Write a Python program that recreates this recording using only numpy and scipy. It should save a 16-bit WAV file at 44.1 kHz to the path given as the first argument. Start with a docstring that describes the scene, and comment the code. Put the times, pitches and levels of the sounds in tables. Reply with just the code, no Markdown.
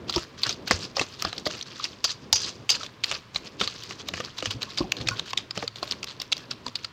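"""Whisk in a metal bowl

A wire whisk beats egg white in a metal bowl, close to a small microphone in a kitchen.
Each blow is a random rattle of wires that cracks, knocks and rings the wet bowl. Between blows,
filtered grains make wires dragging through froth, low noise slops, and fading modes thump, plop and ring.
Thin ticks are wires snapping together; a short room tail and faint appliance noise lie behind."""
import sys
import numpy as np
from scipy import signal
from scipy.fft import rfft, irfft
from scipy.io import wavfile
from scipy.ndimage import uniform_filter1d

SR = 44100
rng = np.random.default_rng(int(sys.argv[2]) if len(sys.argv) > 2 else 0)


def generate_wav(sig):
    """Save sig (samples, or channels by samples) to the path in sys.argv[1] as 16-bit PCM at SR."""
    pcm = np.round(np.clip(np.atleast_2d(sig).T, -1, 1) * 32767).astype(np.int16)
    wavfile.write(sys.argv[1], SR, pcm)


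N = 305172


def amp(db):
    """Linear gain of a level in dB."""
    return 10 ** (np.asarray(db, float) / 20)


def level(x, db):
    """Scale a sound to an RMS level in dB."""
    return x * amp(db) / np.sqrt(np.mean(x ** 2))


def colour(points, size=1024):
    """Causal response of a spectrum, folded from the cepstrum of its log gain."""
    hz, db = np.transpose(points)
    grid_hz = np.arange(size + 1) * SR / 2 / size
    gain_db = np.interp(np.log(grid_hz + 1), np.log(hz), db)
    cepstrum = irfft(np.log(amp(gain_db)))
    cepstrum[1:size] *= 2
    cepstrum[size + 1:] = 0
    return irfft(np.exp(rfft(cepstrum)))[:size]


def rings(modes, seconds):
    """One sine per mode (f/Hz, level/dB, t60/s), fading exponentially."""
    t = np.arange(int(seconds * SR)) / SR
    return np.array([amp(db) * np.exp(-np.log(1000) * t / t60) * np.sin(2 * np.pi * hz * t)
                     for hz, db, t60 in modes])


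def walk(rate):
    """Random levels held 1 / rate s and slewed twice; spread near 1."""
    k = int(SR / rate)
    steps = np.repeat(rng.standard_normal(N // k + 1), k)
    return 2.0 * uniform_filter1d(uniform_filter1d(steps, k), k)[:N]


def band_noise(order, low_hz, high_hz):
    """White noise through a Butterworth band."""
    band = signal.butter(order, [low_hz, high_hz], "bandpass", fs=SR, output="sos")
    return signal.sosfilt(band, rng.standard_normal(N))


def blur(note, width, db):
    """Moving froth roughens a ring: smoothed noise modulates its strength."""
    flutter = np.convolve(rng.standard_normal(len(note)), np.hanning(width), "same")
    return note * (1 + level(flutter, db))


def add(out, s, sound, peak_db):
    """Mix a sound in at a time, scaled to a peak."""
    i = int(s * SR)
    out[i:i + len(sound)] += (sound * amp(peak_db) / np.max(np.abs(sound)))[:N - i]


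# spectrum of the kitchen air: f/Hz, relative level/dB per Hz
KITCHEN_SPECTRUM = [(15, -66), (25, 4.5), (317, -15.5), (373, -5.5), (754, -8), (1020, 6), (1260, 0.5),
                    (3340, -4), (5280, -11), (9840, -31), (16000, -33)]
KITCHEN_DB = -55
HUM_HZ, HUM_WIDTH_HZ, HUM_DB = 114.2, 21, -55


def kitchen():
    """Steady appliance noise with a blurred hum: coloured noise plus noise through a resonance."""
    air = signal.fftconvolve(rng.standard_normal(N), colour(KITCHEN_SPECTRUM, size=4096))[:N]
    hum_band = signal.iirpeak(HUM_HZ, HUM_HZ / HUM_WIDTH_HZ, fs=SR)
    hum = signal.lfilter(*hum_band, rng.standard_normal(N))
    return level(air, KITCHEN_DB) + level(hum, HUM_DB)


# how far the whisk beats above the liquid, on bare wall: t/s, bareness (0 submerged - 1 bare)
BARE = [(0.0, 0.27), (0.8, 0.62), (1.35, 0.039), (1.47, 0.7), (1.62, 0.22), (2.04, 0.77), (2.72, 0.86),
        (2.87, 0.11), (3.12, 0.16), (3.4, 0.56), (4.5, 0.32), (5.4, 0.089), (5.85, 0.2), (6.9, 0.14)]


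def bareness(t):
    """Height of the whisk above the liquid, interpolated in time."""
    return np.interp(t, *np.transpose(BARE))


def by_bareness(wet, bare_wall, bare):
    """Blend a setting from submerged to bare wall."""
    return wet + (bare_wall - wet) * bare


def froth_grains(level_db):
    """Tiny pops and wire ticks, each band with its own pitch, flicker over a hiss."""
    grains = level(rng.standard_normal(N), -6) * amp(2.2 * walk(40))
    for hz in 1700 * 1.24 ** np.arange(8):
        pops = (rng.random(N) < .008) * rng.standard_normal(N) * amp(3.2 * walk(70))
        note = rings([(hz, 0, 10.5 / hz)], .02)[0]  # a few cycles
        note[0] = 0.13  # the snap that starts it
        grains = grains + level(signal.fftconvolve(pops, note)[:N], -11.5)
    return grains * amp(1.2 * walk(60) + level_db)


SETTLED_DB = -62.5  # relative level of still froth
AIR_HZ, AIR_TOP_HZ, AIR_DB = 9900, 15300, -77.5
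AIR_FOLLOW = 0.64  # the hiss follows the sweeps only in part


def foam_hiss(level_db):
    """Fine treble hiss of the foam: flickering band noise."""
    air = band_noise(3, AIR_HZ, AIR_TOP_HZ)
    follow_db = AIR_FOLLOW * (level_db - SETTLED_DB)
    return air * amp(AIR_DB + follow_db + 1.4 * walk(16) + 2.7 * walk(90))


# slopping liquid: t/s, level/dB before the stirring is added
SLOP = [(0.0, -47.5), (1.5, -49.5), (3.18, -50), (3.78, -49), (4.49, -52.5), (5.03, -39.5), (5.17, -52.5),
        (6.73, -50.5), (6.92, -54)]
STIR_DB = -15  # low slosh dragged along by a sweep, against the listed sweep level


def slop(level_db, t):
    """Liquid slops low: uneven bass noise, stronger while the wires stir it."""
    slosh = level(band_noise(2, 70, 450) * amp(2.5 * walk(15)), 0)
    slop_db = np.interp(t, *np.transpose(SLOP))
    stirred = uniform_filter1d(amp(level_db + STIR_DB), 2000, origin=900)
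    return slosh * np.hypot(amp(slop_db), stirred)


# spectrum of the froth: f/Hz, relative level/dB per Hz
FROTH = [(240, -14.5), (400, -0.5), (719, -11), (1130, -1.5), (2090, -11), (2550, -4.5), (4580, -1),
         (6850, -13), (9920, -31), (13900, -45), (16000, -41)]
# modes of the bowl, also rung by the blows: f/Hz, relative level/dB, t60/s
BOWL = [(2850, 2, .08), (3320, -5, .05), (3750, -7, .04), (4436, -7, .1), (4576, 0, .2), (4764, -1, .15),
        (4848, -1, .15), (5001, 0, .14), (5150, -3, .1), (5770, 2, .08), (5890, 3, .09), (6331, 3, .06),
        (6680, 3, .05), (7070, 3, .04)]
SCRAPE_HZ, SCRAPE_WET_DB, SCRAPE_BARE_DB = 6500, -14, 12.5  # on bare wall the wires scrape brighter
SING_DB = -17  # dragging wires keep the bare bowl singing, against the froth


def froth(level_db, bare):
    """Grains coloured by the foam, scraping the wall and singing in the bowl, under a treble hiss."""
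    grains = froth_grains(level_db)
    pop = colour(FROTH)
    fizz = signal.fftconvolve(grains, pop / np.linalg.norm(pop))[:N]
    scrape = signal.lfilter(*signal.iirpeak(SCRAPE_HZ, 2.5, fs=SR), fizz)
    bowl = rings(BOWL, .3).sum(axis=0)
    singing = signal.fftconvolve(grains * bare, bowl / np.linalg.norm(bowl))[:N]
    fizz = fizz + scrape * amp(by_bareness(SCRAPE_WET_DB, SCRAPE_BARE_DB, bare))
    fizz = fizz + amp(SING_DB) * singing
    return amp(-6.0) * (fizz + foam_hiss(level_db))


# sweeps of the wires through the froth, and short clusters of ticks:
# t/s at full strength, hold/s, relative level/dB
SWEEPS = [(0.085, 0.014, -36), (0.136, 0.09, -34.5), (0.379, 0.091, -40.5), (0.431, 0.095, -36.5),
          (0.676, 0.0038, -30), (0.717, 0.012, -26.5), (0.8, 0.051, -38.5), (0.962, 0.066, -33),
          (1.019, 0.13, -44.5), (1.194, 0.095, -38), (1.31, 0.094, -45.5), (1.46, 0.0039, -34.5),
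          (1.503, 0.1, -39), (1.663, 0.07, -41.5), (1.754, 0.055, -39.5), (1.827, 0.023, -31),
          (2.045, 0.07, -35), (2.352, 0.14, -35), (2.709, 0.052, -32), (2.78, 0.072, -37),
          (3.047, 0.11, -34.5), (3.348, 0.02, -33), (3.449, 0.02, -39.5), (3.598, 0.046, -32),
          (3.645, 0.067, -39), (3.726, 0.14, -44), (3.892, 0.035, -39.5), (3.991, 0.015, -39),
          (4.077, 0.0075, -37), (4.141, 0.066, -38), (4.242, 0.018, -35.5), (4.37, 0.026, -39),
          (4.428, 0.041, -37.5), (4.509, 0.013, -32.5), (4.613, 0.024, -35), (4.69, 0.065, -42.5),
          (4.779, 0.021, -30.5), (4.973, 0.01, -38), (5.006, 0.0096, -35.5), (5.071, 0.031, -35.5),
          (5.102, 0.1, -39.5), (5.262, 0.049, -39.5), (5.385, 0.011, -40), (5.556, 0.075, -36.5),
          (5.767, 0.012, -40), (5.831, 0.0094, -34.5), (5.874, 0.065, -38.5), (6.073, 0.04, -38),
          (6.2, 0.015, -38.5), (6.367, 0.065, -46), (6.51, 0.007, -36.5), (6.658, 0.018, -45),
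          (6.76, 0.044, -45), (6.832, 0.0086, -45)]
SWEEP_RISE_DB_S, SWEEP_FALL_DB_S = 1804, 472  # fast in, slower out
SETTLE_DB, SETTLE_DB_S = -11, 134  # bubbles go on bursting: start in dB against the sweep, fall in dB/s


def sweeps(t):
    """Level in dB of the stirred froth: attack, hold, release, then a slow settling."""
    power = amp(2 * SETTLED_DB)
    for s, hold_s, level_db in SWEEPS:
        after = np.maximum(t - s - hold_s, 0)
        rise_db = -SWEEP_RISE_DB_S * np.maximum(s - t, 0)
        fall_db = np.maximum(-SWEEP_FALL_DB_S * after, SETTLE_DB - SETTLE_DB_S * after)
        power = power + amp(2 * (level_db + fall_db + rise_db))
    return 10 * np.log10(power)


LEAD_IN_S = .005  # a faint swell of ticks leads into the blow
RATTLE_WET_S, RATTLE_BARE_S = 0.0022, 0.0077  # how fast the bunch of wires dies away


def wire_bunch(bare, rattle_s):
    """Sparse random impulses swell faintly into the blow, then die away after it."""
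    t = np.arange(2048) / SR
    sign, landing, softness = rng.random((3, 2048))
    lead_in = amp(-11.0 - 20 * bare) * t / LEAD_IN_S
    bunch = np.where(t < LEAD_IN_S, lead_in, np.exp((LEAD_IN_S - t) / rattle_s))
    wires = np.sign(sign - .5) * (landing < .15) * amp(-26 * softness) * bunch
    wires[int(LEAD_IN_S * SR)] = 0.96  # one strong wire always starts the blow
    return wires


# low wet modes of the bowl: f/Hz before a random shift, relative level/dB, t60/s
KNOCK = [(575, -11.5, 0.11), (684, 4, 0.01), (1188, 3.5, 0.023), (1910, 4.5, 0.0054)]
KNOCK_SPREAD = 0.1  # random share by which each mode's pitch varies per blow


def dull_knock():
    """Low wet modes sound together, with random pitch, strength and sign."""
    modes = [(f * (1 + KNOCK_SPREAD * rng.standard_normal()), db, t60) for f, db, t60 in KNOCK]
    strength = amp(2.14 * rng.standard_normal(len(KNOCK)))
    return rng.choice([-1, 1], len(KNOCK)) * strength @ rings(modes, .06)


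# wires striking the bowl: t/s, peak level/dB of the crack before its bare-wall cut,
# brightest f/Hz, knock level/dB against the listed peak
BLOWS = [(0.096, -13.5, 4630, -9.5), (0.1257, -19, 4100, -28), (0.1434, -21, 3340, -35),
         (0.161, -8, 5340, -10), (0.1803, -16.5, 2890, -5.5), (0.434, -5.5, 4600, -27),
         (0.467, -12.5, 1580, -17), (0.4933, -9, 6540, -18), (0.508, -17, 4100, -30),
         (0.527, -20, 5030, -34), (0.6759, -18.5, 4700, -7.5), (0.7104, -4, 1640, -3.5),
         (0.832, -27, 5200, -30), (0.85, -24.5, 5160, -30), (0.968, -12, 5500, -9),
         (0.983, -30.5, 1500, 12), (0.995, -10, 2910, -12), (1.0136, -12.5, 4130, 0),
         (1.2229, -23.5, 5760, -1.5), (1.2496, -14, 5170, 0), (1.3293, -19.5, 4200, -7.5),
         (1.3805, -16.5, 5650, -35), (1.4563, -17, 4500, -19), (1.465, -17, 4800, 0.5),
         (1.511, -25, 2900, -18), (1.5375, -31, 2600, -5), (1.5497, -30, 4500, -6),
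         (1.6119, -18.5, 4100, -36), (1.626, -21.5, 6300, -27), (1.8415, -11, 5500, -29),
         (1.853, -17, 2920, -23), (2.043, -6.5, 6460, -17.5), (2.049, -14, 4720, -11.5),
         (2.115, -24, 5140, -28), (2.328, -3, 5860, -19.5), (2.3572, -11, 5570, -20),
         (2.6925, -10.5, 3080, -17.5), (2.702, -6.5, 5270, -26), (2.418, -20.5, 6070, -34),
         (2.751, -16.5, 4400, -30), (2.832, -23, 3900, -5.5), (2.8638, -23, 4020, -35),
         (3.038, -10.5, 3800, -26), (3.042, -8.5, 4900, -18), (3.0948, -22, 5440, -29),
         (3.114, -14.5, 2760, -10), (3.122, -15, 3500, -9.5), (3.3598, -10.5, 4130, -13),
         (3.602, -16.5, 3880, -29), (3.6124, -8.5, 3670, -10), (3.6758, -10, 4400, -16),
         (3.909, -24, 2970, -5), (4.087, -17.5, 3970, -10), (4.1379, -19, 2850, -4),
         (4.2029, -18.5, 2970, -4.5), (4.386, -19, 3920, -14), (4.404, -24.5, 4000, -25),
         (4.425, -20.5, 2980, -2.5), (4.4576, -12.5, 3200, -8.5), (4.508, -16, 3080, -23),
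         (4.62, -16.5, 3860, -14), (4.63, -16.5, 4230, -20), (4.706, -27.5, 4030, -25),
         (4.775, -14.5, 3540, -23), (4.785, -11.5, 5160, -18), (4.9209, -7, 3040, -21),
         (4.9684, -21.5, 4500, -32), (5.013, -21, 4230, -13), (5.0739, -13, 3980, -24),
         (5.0866, -5.5, 2450, -18), (5.1952, -12.5, 3930, -18), (5.3075, -23, 4860, -25),
         (5.3327, -15.5, 3370, -5.5), (5.376, -5, 3900, -46), (5.3844, -19, 3670, -15.5),
         (5.5088, -18, 5200, -15), (5.5759, -17.5, 2840, -3), (5.626, -28.5, 1750, 8),
         (5.6782, -13.5, 4600, -23.5), (5.759, -23, 4280, -17), (5.829, -15.5, 4440, -1),
         (5.877, -25.5, 4270, -12), (5.9112, -11.5, 5670, -26), (5.9224, -10.5, 4320, -16.5),
         (6.0305, -14.5, 2920, -16.5), (6.042, -23.5, 5270, -8.5), (6.2007, -18, 5340, -13),
         (6.2159, -21.5, 3950, -13), (6.319, -16, 4750, -18), (6.324, -9.5, 4140, -11),
         (6.329, -5.5, 3740, -43), (6.368, -22.5, 4840, -14), (6.5118, -14, 5540, -18.5),
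         (6.665, -19, 4630, -4.5), (6.6816, -23, 3530, -11), (6.756, -11, 4870, -18.5),
         (6.847, -14, 4770, -19)]
# spectrum of a wire's crack, also used by the snaps: f/Hz, relative level/dB per Hz
CRACK = [(350, -23), (600, -28), (1190, -8.5), (1900, -1), (3430, 7), (4840, 11), (7000, 0.5), (8390, -9.5),
         (9760, -17.5), (13900, -73), (16000, -32)]
# thin tick of wire on wire, and ring of the bowl: dB against the listed peak of the blow
TICK_HZ, TICK_WET_DB, TICK_BARE_DB = 13300, -32, -35
RING_WET_DB, RING_BARE_DB = -32, 10.5


def whisk_blows():
    """Wires land in a bunch within a few ms; the contact point sets which part of the bowl answers."""
    out, crack = np.zeros(N), colour(CRACK)
    bowl, bowl_hz = rings(BOWL, 0.28), np.array(BOWL)[:, 0]
    tick = rings([(TICK_HZ, 0, .002)], 0.0022)[0]
    for s, peak_db, hz, knock_db in BLOWS:
        bare = bareness(s)
        rattle_s = RATTLE_WET_S * (RATTLE_BARE_S / RATTLE_WET_S) ** bare
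        wires = wire_bunch(bare, rattle_s)
        patch = rings([(hz, 0, .004)], .01)[0]
        patch[0] = 3.56 * (0.0037 / rattle_s) ** 1.15  # a short hard contact snaps brighter
        nearness = np.exp(-(np.log(bowl_hz / hz) / 0.62) ** 2)
        struck = (nearness * amp(3 * rng.standard_normal(len(BOWL)))) @ bowl
        struck = blur(struck, 330, -6)
        crack_db = peak_db - 5 * bare ** 2  # on bare wall the ring takes over
        tick_db = peak_db + by_bareness(TICK_WET_DB, TICK_BARE_DB, bare)
        ring_db = peak_db + by_bareness(RING_WET_DB, RING_BARE_DB, bare ** 2)
        start = s - LEAD_IN_S
        add(out, start, signal.fftconvolve(wires, signal.fftconvolve(patch, crack)), crack_db)
        add(out, start, np.convolve(wires, tick), tick_db)
        add(out, start, signal.fftconvolve(wires[:512], struck), ring_db)
        add(out, start, signal.fftconvolve(wires[:768], dull_knock()), peak_db + knock_db)
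    return out


# wires of the whisk snapping against each other: t/s, peak level/dB of the treble tick
SNAPS = [(0.106, -42), (0.1321, -45), (0.4194, -45), (0.6809, -35), (1.2228, -28), (1.472, -35),
         (2.042, -32), (2.3281, -19), (3.0584, -47), (3.836, -42.5), (4.0861, -35.5), (4.2084, -47),
         (4.3826, -42), (4.4707, -51), (4.5126, -39), (4.6299, -38), (4.92, -26), (5.3048, -47),
         (6.0432, -37), (6.2177, -35), (6.3794, -42)]
SNAP_S, SNAP_BODY_DB = 0.0013, 16.5  # how fast it dies; the crack against the tick


def snaps():
    """A fading noise burst excites a thin bright tick and a crack under it."""
    out, crack = np.zeros(N), colour(CRACK)
    tick = rings([(TICK_HZ, 0, .0016)], .002)[0]
    for s, peak_db in SNAPS:
        wires = rng.standard_normal(300) * np.exp(-np.arange(300) / SR / SNAP_S)
        add(out, s, np.convolve(wires, tick), peak_db)
        add(out, s, np.convolve(wires, crack), peak_db + SNAP_BODY_DB)
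    return out


# liquid and bowl thumping: t/s just before the onset, peak level/dB, main f/Hz
THUMPS = [(0.159, -16.5, 345), (0.466, -30.5, 124), (0.704, -16.5, 515), (0.727, -24.5, 91),
          (1.002, -24, 263), (1.239, -29, 90.6), (1.261, -31, 346), (1.461, -21.5, 666), (2.322, -33, 95),
          (3.351, -33, 87), (3.606, -23.5, 426), (4.128, -32, 88.5), (4.196, -26.5, 497), (4.421, -32, 301),
          (4.464, -29, 102), (4.542, -28.5, 120), (4.802, -15, 319), (4.838, -26.5, 370), (4.997, -28, 119),
          (5.05, -29.5, 117), (5.103, -27, 113), (5.569, -25.5, 502), (5.625, -26.5, 460),
          (6.659, -31.5, 246)]
THUMP_T60_S, THUMP_SLOPE = 0.16, 0.8  # main mode at 100 Hz; higher thumps die sooner


def thumps():
    """A few soft uneven pushes into loose low modes."""
    out = np.zeros(N)
    push_t = np.arange(800) / SR
    for s, peak_db, hz in THUMPS:
        t60 = THUMP_T60_S * (100 / hz) ** THUMP_SLOPE
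        low, high = rng.standard_normal(2)
        modes = [(hz, 0, t60),
                 (hz * 0.573 * 2 ** (0.18 * low), -6, t60 * 0.5),
                 (hz * 1.78 * 2 ** (0.394 * high), -5, t60 * 0.51)]
        pushes = rng.standard_normal(800)
        pushes[0] += 10  # the first push is the strongest
        pushes = np.convolve(pushes * np.exp(-push_t / 0.012), np.hanning(50))
        add(out, s + 0.00371, signal.fftconvolve(rings(modes, .3).sum(axis=0), pushes), peak_db)
    return out


# single low notes, wet plops and soft rings of the bowl: t/s, peak level/dB, f/Hz, t60/s
LOW_NOTES = [(1.797, -25.5, 1210, 0.024), (2.807, -30, 1300, 0.022), (4.665, -41, 1085, 0.26),
             (4.807, -25, 1070, 0.037), (5.107, -30, 1083, 0.15), (5.11, -28, 1450, 0.098),
             (5.148, -36, 1064, 0.081)]
NOTE_RISE_S = 0.0018


def plops_and_soft_rings():
    """A note that swells for a moment and fades, roughened by the froth."""
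    out = np.zeros(N)
    for s, peak_db, hz, t60 in LOW_NOTES:
        note = blur(rings([(hz, 0, t60)], 0.13)[0], 300, -4)
        swell = 1 - np.exp(-np.arange(len(note)) / SR / NOTE_RISE_S)
        add(out, s, note * swell, peak_db)
    return out


ROOM_T60_S, ROOM_DB = .15, -22


def room(near):
    """Hard walls return a short diffuse tail: decaying noise with a gradual onset."""
    lag = np.arange(SR // 2) / SR
    fade = np.exp(-np.log(1000) * lag / ROOM_T60_S) * np.minimum(lag / 0.069, 1)
    tail = rng.standard_normal(len(lag)) * fade
    return amp(ROOM_DB) * signal.fftconvolve(near, tail / np.sqrt(np.sum(tail ** 2)))[:N]


BASS_CUT_HZ = 53  # deep bass is cut from the near sounds


def scene():
    """The bowl close to the microphone, its echo from the walls, the kitchen behind."""
    t = np.arange(N) / SR
    stirred_db = sweeps(t)
    near = froth(stirred_db, bareness(t)) + slop(stirred_db, t)
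    near = near + whisk_blows() + snaps() + thumps() + plops_and_soft_rings()
    bass_cut = signal.butter(4, BASS_CUT_HZ, "highpass", fs=SR, output="sos")
    near = signal.sosfilt(bass_cut, near + room(near))
    return (near + kitchen())[None]


TOP_HZ = 16300


def record(dry):
    """The recorder rounds the loudest peaks and cuts the top."""
    top_cut = signal.ellip(12, .3, 100, TOP_HZ, fs=SR, output="sos")
    return signal.sosfilt(top_cut, 0.93 * np.tanh(dry / 0.89))


dry = scene()
out = record(dry)
generate_wav(out)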